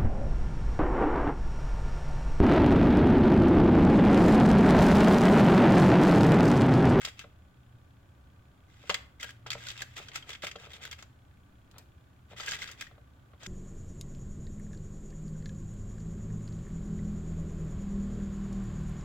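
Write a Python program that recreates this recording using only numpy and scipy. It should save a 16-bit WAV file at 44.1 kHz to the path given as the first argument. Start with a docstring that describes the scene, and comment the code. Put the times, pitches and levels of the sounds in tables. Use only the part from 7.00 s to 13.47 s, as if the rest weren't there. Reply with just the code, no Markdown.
"""A small room rumbles low and a distant fan ticks faintly throughout: shaped noise and repeating rattle.
At once, fingers sort small plastic propellers in a thin plastic box on a wooden workbench: blades scrape
(many tiny catches), click (short filtered noise hits) and knock the box (ringing modes), then pause.
From about 1.7 s to 4.1 s they sort busily, the box rubs along the bench and a low hum swells and fades.
A few touches follow near 4.7 s and a last flurry from 5.3 s; two close ports hear it, the left one first."""
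import sys
import numpy as np
from scipy import signal
from scipy.fft import rfft, irfft
from scipy.io import wavfile
from scipy.ndimage import uniform_filter1d

SR = 44100
rng = np.random.default_rng(int(sys.argv[2]) if len(sys.argv) > 2 else 0)


def to_wav(sig):
    """Store sig (one row per channel, or 1-D mono) as 16-bit WAV at the path in sys.argv[1].

    Samples outside -1..1 are clipped; the rate is SR.
    """
    pcm = np.clip(np.atleast_2d(sig), -1, 1) * 32767
    pcm = np.round(pcm).astype(np.int16)
    wavfile.write(sys.argv[1], SR, pcm.T)  # frames by channels


N = 285327
TIME = np.arange(N) / SR

# Levels in these tables are relative: a layer's own gain may shift them all together.
# background air noise, its colour: pitch_hz, level_db
AIR_COLOUR = [(110, -20), (180, 0), (230, -5), (280, -3), (450, -14), (600, -11), (800, -13), (1400, -17),
              (2200, -22), (3500, -25), (5000, -32), (7500, -33), (9500, -37), (16000, -35)]
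# background rumble, its colour: pitch_hz, level_db
RUMBLE_COLOUR = [(15, -2), (35, -15.5), (55, 4.5), (75, 7.5), (95, 4), (122, 6), (150, -6.5), (200, -34),
                 (300, -45)]
AIR_DB, RUMBLE_DB = -65, -58
# how alike the background is at left and right: pitch_hz, likeness (0 to 1)
LIKENESS = [(60, 1), (150, .93), (400, 0.6), (1000, 0.08), (3000, 0.13), (12000, 0.026)]
# steady whines in the background: pitch_hz, width_hz, level_db
WHINES = [(261, 15, -77.5), (562, 24, -85), (1168, 75, -77.5), (1498, 160, -76), (6960, 300, -90)]
# a low hum swells and fades: time_s, level_db
HUM_LEVEL = [(1.8, -85), (2.45, -55), (2.9, -59), (3.25, -69)]
HUM_HZ = 117.8
# ticks in each turn of the fan: share_of_turn (0 to 1), level_db
FAN_TICKS = [(.4, -1), (.92, 0)]
# ringing of the fan's housing: pitch_hz, width_hz, level_db
FAN_RINGS = [(1230, 54, -24), (1710, 51, 3.5), (2400, 340, 1.5), (3300, 430, 1.5)]
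# a finger pushes blades over each other: start_s, length_s, level_db, swell_db (from start to end)
SLIDES = [ (0.0, 0.083, -46, 0), (0.024, 0.069, -55.5, 9), (0.167, 0.051, -52, 11),
          (1.678, 0.21, -61, 16.5), (1.892, 0.057, -44.5, -8), (1.95, 0.019, -57, -17),
          (2.194, 0.036, -43.5, 8.5), (2.257, 0.041, -48.5, 7), (2.461, 0.016, -46, -3),
          (2.506, 0.028, -45, 4), (2.574, 0.14, -44, 11.5), (2.731, 0.081, -51, 15), (2.859, 0.087, -60, 9),
          (2.956, 0.032, -41, 5.5), (3.013, 0.084, -53, -6), (3.127, 0.034, -44, 23),
          (3.261, 0.024, -54.5, 16), (3.287, 0.063, -43, -4.5), (3.417, 0.033, -40.5, 10),
          (3.467, 0.016, -40, -3), (3.582, 0.08, -52, 3), (3.69, 0.076, -51.5, 8),
          (3.806, 0.027, -46.5, 12), (3.856, 0.012, -42.5, 0.5), (3.911, 0.017, -42, -9),
          (3.981, 0.025, -48.5, -4), (5.286, 0.039, -59.5, 15), (5.361, 0.042, -43, 7.5),
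          (5.41, 0.049, -44, -9), (5.466, 0.085, -36, 2.5), (5.581, 0.053, -40.5, 10),
          (5.645, .08, -48.5, 5), (5.774, 0.038, -49, 2), (5.81, .012, -41, 5.5), (6.392, .07, -51.5, 20)]
# colour of a slide: pitch_hz, level_db
SLIDE_COLOUR = [(300, -10), (800, -8), (1250, -5.5), (2000, -1), (3300, -3), (4300, -5.5), (6000, -7),
                (7500, -7.5), (9000, -20.5), (10500, -23), (12000, -20), (16000, -26.5)]
# resonances of the heap of blades in its box: pitch_hz, width_hz, boost_db
HEAP = [(1618, 39, 7.5), (2106, 120, 3.5), (2620, 110, 3.5), (2790, 150, 1), (3240, 300, 6),
        (3320, 220, 0.5), (3780, 110, 1.5), (4730, 110, 7)]
# blade hits blade: start_s, level_db, pitch_hz (strongest mode), treble_db (extra), edge_tick_db
CLICKS = [ (0.0483, -35.5, 3530, -7, -43.5), (0.0506, -28.5, 4950, 2, -47), (0.072, -44, 3260, -3, -66),
          (0.1928, -38.5, 3180, 2, -53), (1.8948, -34, 1290, 7, -46), (1.8988, -23, 1350, -6.5, -58),
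          (1.9098, -38, 3440, 0, -56), (1.9427, -29, 3440, 5.5, -43), (1.944, -27.5, 2070, -4.5, -62),
          (2.209, -45.5, 3230, 15, -56), (2.23, -31, 1710, 0, -47), (2.243, -37.5, 1560, -11, -50),
          (2.306, -46, 1530, -3, -59), (2.466, -44, 1220, -2, -67), (2.504, -28, 3560, -0.5, -46),
          (2.5165, -30.5, 2140, 0, -57), (2.531, -32.5, 2140, 4, -54), (2.668, -39.5, 3520, 5, -58),
          (2.686, -34, 3680, 9, -54), (2.702, -38, 3190, -2, -60), (2.777, -42, 3570, 8, -67),
          (2.8196, -31, 1770, -1.5, -44.5), (2.969, -44, 1700, -1, -56), (2.978, -44, 3230, 20, -53),
          (3.085, -42, 1570, 5, -70), (3.117, -46, 2080, -13, -74), (3.158, -31.5, 1630, 4, -43.5),
          (3.225, -46, 3160, -7, -78), (3.2922, -40.5, 3130, 8, -50.5), (3.331, -40.5, 3430, 1, -67),
          (3.351, -40.5, 2250, -14, -74), (3.422, -42, 3230, 4, -62), (3.438, -43, 2080, -5, -54),
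          (3.4686, -31, 1940, -3, -48), (3.514, -39, 2190, -3, -61), (3.56, -42.5, 3200, -4, -65),
          (3.7333, -44, 3200, -5, -55), (3.8519, -37, 1600, -1, -49), (3.913, -39, 3240, 5, -51),
          (3.928, -40.5, 1490, -5, -54), (4.0249, -44.5, 1450, 3, -57), (4.713, -56.5, 3900, 1, -64),
          (4.7825, -47.5, 4200, 9, -49.5), (5.405, -37, 3100, 2, -59), (5.434, -38.5, 1780, -2, -61),
          (5.462, -38, 1660, 12, -49), (5.475, -35.5, 2860, -21, -54), (5.49, -33.5, 3030, 18, -59),
          (5.511, -32.5, 4000, 26, -55), (5.519, -31.5, 3140, 6.5, -52), (5.543, -46, 2090, -2, -53),
          (5.624, -39, 1630, -3, -60), (5.677, -40.5, 1460, -1, -60), (5.7143, -44.5, 1570, 8, -52.5),
          (5.81, -37, 2080, 4, -46), (5.868, -47, 2040, -5, -71), (6.433, -46, 2300, 16, -65),
          (6.464, -40, 3250, 18, -57)]
# colour of a blade click: pitch_hz, level_db
CLICK_COLOUR = [(300, -17), (800, -15), (1300, -9.5), (2000, -5.5), (2700, -4), (3400, -4), (4200, -5),
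                (5000, -5), (6000, -7), (7500, -5.5), (9000, -30), (16000, -36.5)]
# colour of the crisp edge tick in a click: pitch_hz, level_db
TICK_COLOUR = [(3000, -32), (8000, 4), (10000, -5.5), (12000, 0), (14000, -3), (16000, -5)]
# the box wall or bottom is bumped: start_s, level_db, hardness_db (applied partly, most in the upper modes)
KNOCKS = [ (0.049, -38.5, 18), (0.071, -46, -1), (0.2418, -45, -5), (1.838, -51.5, -1), (1.8956, -24.5, 22),
          (1.9075, -35.5, -1), (1.9449, -38.5, 31), (2.239, -44.5, -4), (2.4625, -39.5, 6),
          (2.5512, -38.5, -8), (2.817, -46.5, 4), (2.998, -48.5, -16), (3.292, -45, 18), (3.4365, -33.5, 3),
          (3.444, -44, 42), (3.47, -47, 2), (3.556, -40, -2), (3.668, -48.5, -18), (4.026, -47, 25),
          (4.742, -56, 8), (4.763, -52.5, 8), (4.782, -60, 9), (5.314, -49.5, -25), (5.33, -48, -23),
          (5.4, -44.5, 3), (5.49, -53, -3), (5.912, -53, -9), (5.98, -53, -15), (6.334, -54, -2),
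          (6.431, -49, 12)]
# modes of the box on the bench: pitch_hz, level_db, t60_s (time to fall by 60 dB)
BOX_MODES = [(183, -11.5, 0.12), (387.4, -25, 0.48), (461.3, -6, 0.12), (585.7, -1.5, 0.095),
             (668, -5.5, 0.049), (763, -9, 0.093), (933, -6.5, 0.028), (1066, -2.5, 0.033),
             (1340, 6, 0.015), (1580, -8, 0.029), (2030, -7, 0.046), (2130, -11.5, 0.036)]
# colour of the box's dull crack and of its rub: pitch_hz, level_db
BOX_COLOUR = [(100, -8.5), (250, -15), (450, -1), (600, -5), (850, -3), (1300, -10), (2200, -15),
              (4000, -13), (9000, -76)]
# the box is shoved along the bench: start_s, length_s, level_db
DRAGS = [ (2.464, 0.023, -45.5), (2.538, 0.042, -53), (2.804, 0.02, -47), (2.965, 0.035, -48.5),
         (3.057, 0.27, -57), (3.598, 0.3, -55), (4.748, 0.061, -55.5), (5.3, 0.037, -51),
         (5.378, 0.18, -51.5), (5.564, 0.25, -58), (6.407, 0.027, -52)]
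# how long the room rings: pitch_hz, t60_s
ROOM_T60 = [(200, 0.3), (1000, 0.47), (3000, 0.34), (7000, 0.27), (15000, 0.44)]

GRIP_S = 0.0088  # time for a push to take hold
BLADES_SETTLE_S, BOX_SETTLE_S = 0.086, 0.11  # time to fall by 60 dB once a push ends
PORT_LAG_S = 0.00007
EDGE_HZ = 16300


def amp(db):
    """Turns decibels into gain."""
    return 10 ** (np.asarray(db) / 20)


def fade(t, t60):
    """Gain that falls by 60 dB in t60 seconds."""
    return amp(-60 * t / t60)


def unit(x):
    """Scales to an rms (average strength) of one."""
    return x / np.sqrt(np.mean(x ** 2) + 1e-20)


def struck(x, size=176):
    """Scales a hit so that its loudest stretch of size samples has an rms of one."""
    return x / np.sqrt(uniform_filter1d((x ** 2).mean(0), size).max())


def read(points, hz):
    """Reads a table between its points, on a logarithmic pitch axis."""
    f, value = np.transpose(points)
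    return np.interp(np.log(hz + 1), np.log(f + 1), value)


def bells(rows, hz):
    """Sum of bell-shaped resonance curves, from rows of pitch_hz, width_hz, height."""
    return sum(height / (1 + (2 * (hz - f) / width) ** 2) for f, width, height in rows)


def colour(x, db_at, size=4096):
    """Filters x by the gain db_at(hz) in dB, without any sound before its cause."""
    log_gain = np.log(amp(db_at(abs(np.fft.fftfreq(size, 1 / SR)))))
    # the Hilbert transform gives the phase that puts the energy as early as possible
    response = np.exp(np.conj(signal.hilbert(log_gain)))
    taps = np.fft.ifft(response).real[:size // 2]
    return signal.fftconvolve(x, taps[None], axes=1)[:, :x.shape[1]]


def ports(same, size):
    """White noise at the two ports, sharing the part same (0 to 1) of its power."""
    shared = rng.standard_normal(size)
    separate = rng.standard_normal((2, size))
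    return np.sqrt(same) * shared + np.sqrt(1 - same) * separate


def add(mix, s, sound):
    """Mixes a stereo sound in at time s."""
    part = mix[:, max(round(s * SR), 0):][:, :sound.shape[1]]
    part += sound[:, :part.shape[1]]


def background(hum_waver=0.014):
    """Noise shaped into low rumble, soft air and faint whines, plus a sine hum of wavering pitch."""
    hz = np.fft.rfftfreq(N, 1 / SR)
    left, other = rfft(rng.standard_normal((2, N)))
    same = np.clip(read(LIKENESS, hz), 0, 1)
    right = same * left + np.sqrt(1 - same ** 2) * other
    noise = np.array([left, right])

    air = amp(AIR_DB) * unit(amp(read(AIR_COLOUR, hz)))
    rumble = amp(RUMBLE_DB) * unit(amp(read(RUMBLE_COLOUR, hz)))
    power = air ** 2 + rumble ** 2
    for f, width, db in WHINES:
        whine = amp(db) * unit(bells([(f, width, 1)], hz))
        power += whine ** 2

    waver = unit(uniform_filter1d(rng.standard_normal(N), size=6000))
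    hum_pitch_hz = HUM_HZ * (1 + hum_waver * waver)
    hum = np.sqrt(2) * np.sin(2 * np.pi * np.cumsum(hum_pitch_hz) / SR)
    # silent outside the table's times
    hum_db = np.interp(TIME, *np.transpose(HUM_LEVEL), left=-np.inf, right=-np.inf)
    return irfft(noise * np.sqrt(power), N) + amp(hum_db) * hum


def fan(db=-78.5, turns_per_s=16.45, tick_s=0.005):
    """Short puffs of rattle, repeating with each turn, ring the fan's housing."""
    turn_s = 1 / turns_per_s
    ticks = np.zeros(N)
    for share, tick_db in FAN_TICKS:
        since_tick = (TIME - share * turn_s) % turn_s
        ticks += amp(tick_db) * np.exp(-since_tick / tick_s)
    rings = [(f, width, amp(ring_db) ** 2) for f, width, ring_db in FAN_RINGS]
    rattle = colour(ticks * ports(0.4, N), lambda f: 10 * np.log10(bells(rings, f)))
    return amp(db) * unit(rattle)


def push(start, length, db, swell_db=0, *, settle_s):
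    """Gain over time of one push: it takes hold, swells or eases with the pressure, then settles."""
    t = TIME - start
    grip = np.clip(t / GRIP_S, 0, 1)
    pressure_db = swell_db * (np.clip(t / length, 0, 1) - 0.5)
    return grip * amp(db + pressure_db) * fade(np.maximum(t - length, 0), settle_s)


def heap_db(hz):
    """Resonant boost of the heap of blades inside the box."""
    return bells(HEAP, hz)


def blade_db(own, hz, depth_db=9, width_hz=260):
    """A blade's own higher modes, placed by the chance numbers own (0 to 1)."""
    return bells([(1200 * 7 ** place, width_hz, depth_db) for place in own], hz)


def friction(per_s, spread_db, ring_t60, same, shift_db, count=12, size=1024):
    """Stick and slip: tiny catches ring at contact points, and the load wanders between these points."""
    out, t = np.zeros((2, N)), np.arange(size) / SR
    moments = np.linspace(0, N / SR, N // 1500)
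    wander = [np.interp(TIME, moments, rng.standard_normal(len(moments))) for _ in range(count)]
    load = amp(shift_db * np.array(wander))
    for share in load / np.linalg.norm(load, axis=0):
        happens = rng.random(N) < per_s / count / SR
        strength = amp(spread_db * np.minimum(rng.exponential(1, N), 3))
        own = rng.random(size=4)
        ring = colour(ports(same, size) * fade(t, ring_t60), lambda f: blade_db(own, f))
        catches = share * happens * strength
        out += signal.oaconvolve(catches[None], unit(ring), axes=1)[:, :N]
    return out


def slides(gain_db=-2):
    """Blade edges scrape over each other as fingers push them: a fine rasp with coarser catches in it."""
    rasp = friction(per_s=2200, spread_db=0.0, ring_t60=0.023, same=0.22, shift_db=4)
    catches = friction(per_s=240, spread_db=3, ring_t60=0.012, same=0.55, shift_db=2.5)
    grains = unit(rasp) + unit(catches)
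    scrape = unit(colour(grains, lambda f: read(SLIDE_COLOUR, f) + heap_db(f)))
    pushes = sum(push(*row, settle_s=BLADES_SETTLE_S) for row in SLIDES)
    return amp(gain_db) * pushes * scrape


def clicks(snap=4.9, mode_db=8, mode_width_hz=700, walls_t60=0.045,
           ring_db=-19, ring_t60=0.038, same=0.17, tick_t60=0.038, size=4096, count=5):
    """A sharp contact echoes briefly between the box walls; the whole heap rings faintly with it."""
    out, t = np.zeros((2, N)), np.arange(size) / SR

    def heap(f):
        return read(CLICK_COLOUR, f) + heap_db(f)

    for s, db, hz, treble_db, edge_db in CLICKS:
        contact = ports(same, size) * fade(t, walls_t60)
        contact[:, 0] += snap  # one sharp sample at the moment of touch
        own = rng.random(count)

        def hit_db(f):
            own_modes = blade_db(own, f, depth_db=5.0, width_hz=190)
            strongest = bells([(hz, mode_width_hz, mode_db)], f)
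            treble = treble_db * read([(2500, 0), (6000, 1)], f)
            return heap(f) + own_modes + strongest + treble

        hit = colour(contact, hit_db)
        ring = colour(ports(same, size) * fade(t, ring_t60), heap)
        tick = colour(ports(same, size) * fade(t, tick_t60), lambda f: read(TICK_COLOUR, f))
        add(out, s, amp(db) * (struck(hit) + amp(ring_db) * struck(ring)))
        add(out, s, amp(edge_db) * struck(tick, size=66))
    return out


def knocks(gain_db=-1, crack=0.97, crack_t60=0.036, vary_db=1, size=8192):
    """A blow rings the box's modes, a little differently each time, under a short dull crack."""
    out, t = np.zeros((2, N)), np.arange(size) / SR
    mode_hz, mode_db, t60 = np.transpose(BOX_MODES)[:, :, None]
    sign = (-1) ** np.arange(len(BOX_MODES))[:, None]  # neighbouring modes push the air in opposite directions
    modes = sign * fade(t, t60) * np.sin(2 * np.pi * mode_hz * t)

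    def upper(f):
        return read([(600, 0.38), (1100, 0.79)], f)

    for s, db, hard_db in KNOCKS:
        spot_db = vary_db * rng.standard_normal(mode_hz.shape) + hard_db * upper(mode_hz)
        ring = (amp(mode_db + spot_db) * modes).sum(0)
        burst = colour(ports(0.7, size) * fade(t, crack_t60),
                       lambda f: read(BOX_COLOUR, f) + hard_db * upper(f))
        blow = struck(ring[None]) + crack * struck(burst)
        add(out, s, amp(db + gain_db) * struck(blow))
    return out


def drags(gain_db=-6, thrum_db=-8):
    """The box bottom rubs on the wood by stick and slip, and the bench top thrums under it."""
    grains = friction(per_s=800, spread_db=2, ring_t60=0.012, same=0.8, shift_db=3)
    rub = unit(colour(grains, lambda f: read(BOX_COLOUR, f)))
    bench_colour = [(60, -37.5), (140, 16), (220, -28.5), (400, -6), (1500, -79)]  # pitch_hz, level_db
    thrum = unit(colour(ports(0.95, N), lambda f: read(bench_colour, f)))
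    shoves = sum(push(*row, settle_s=BOX_SETTLE_S) for row in DRAGS)
    return amp(gain_db) * shoves * (rub + amp(thrum_db) * thrum)


def room(x, delay_s=0.0014):
    """Diffuse tail of a small room: fading noise, each band dying at its own speed."""
    hz, t, bands = signal.stft(rng.standard_normal((2, SR // 2)), SR, nperseg=256)
    tail = signal.istft(bands * fade(t, read(ROOM_T60, hz)[:, None]), SR, nperseg=256)[1]
    # silent for delay_s, then fades in over the same time
    tail *= np.clip(np.arange(tail.shape[1]) / SR / delay_s - 1, 0, 1)
    return signal.fftconvolve(x, tail / np.linalg.norm(tail[0]), axes=1)[:, :N]


def scene(room_db=-12, left_db=0.62):
    """The box lies a little to the left, so the right port hears it later and softer."""
    left, right = clicks() + knocks() + slides() + drags()
    hz = np.fft.rfftfreq(N, 1 / SR)
    right = irfft(rfft(right) * np.exp(-2j * np.pi * hz * PORT_LAG_S), N)  # delay by PORT_LAG_S
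    direct = np.array([left * amp(left_db), right * amp(-left_db)])
    return direct + amp(room_db) * room(direct) + background() + fan()


def record(dry):
    """A steep low-pass filter removes the treble above EDGE_HZ."""
    taps = signal.firwin(511, EDGE_HZ, window=("kaiser", 9), fs=SR)
    return signal.oaconvolve(dry, taps[None], "same")


dry = scene()
out = record(dry)
to_wav(out)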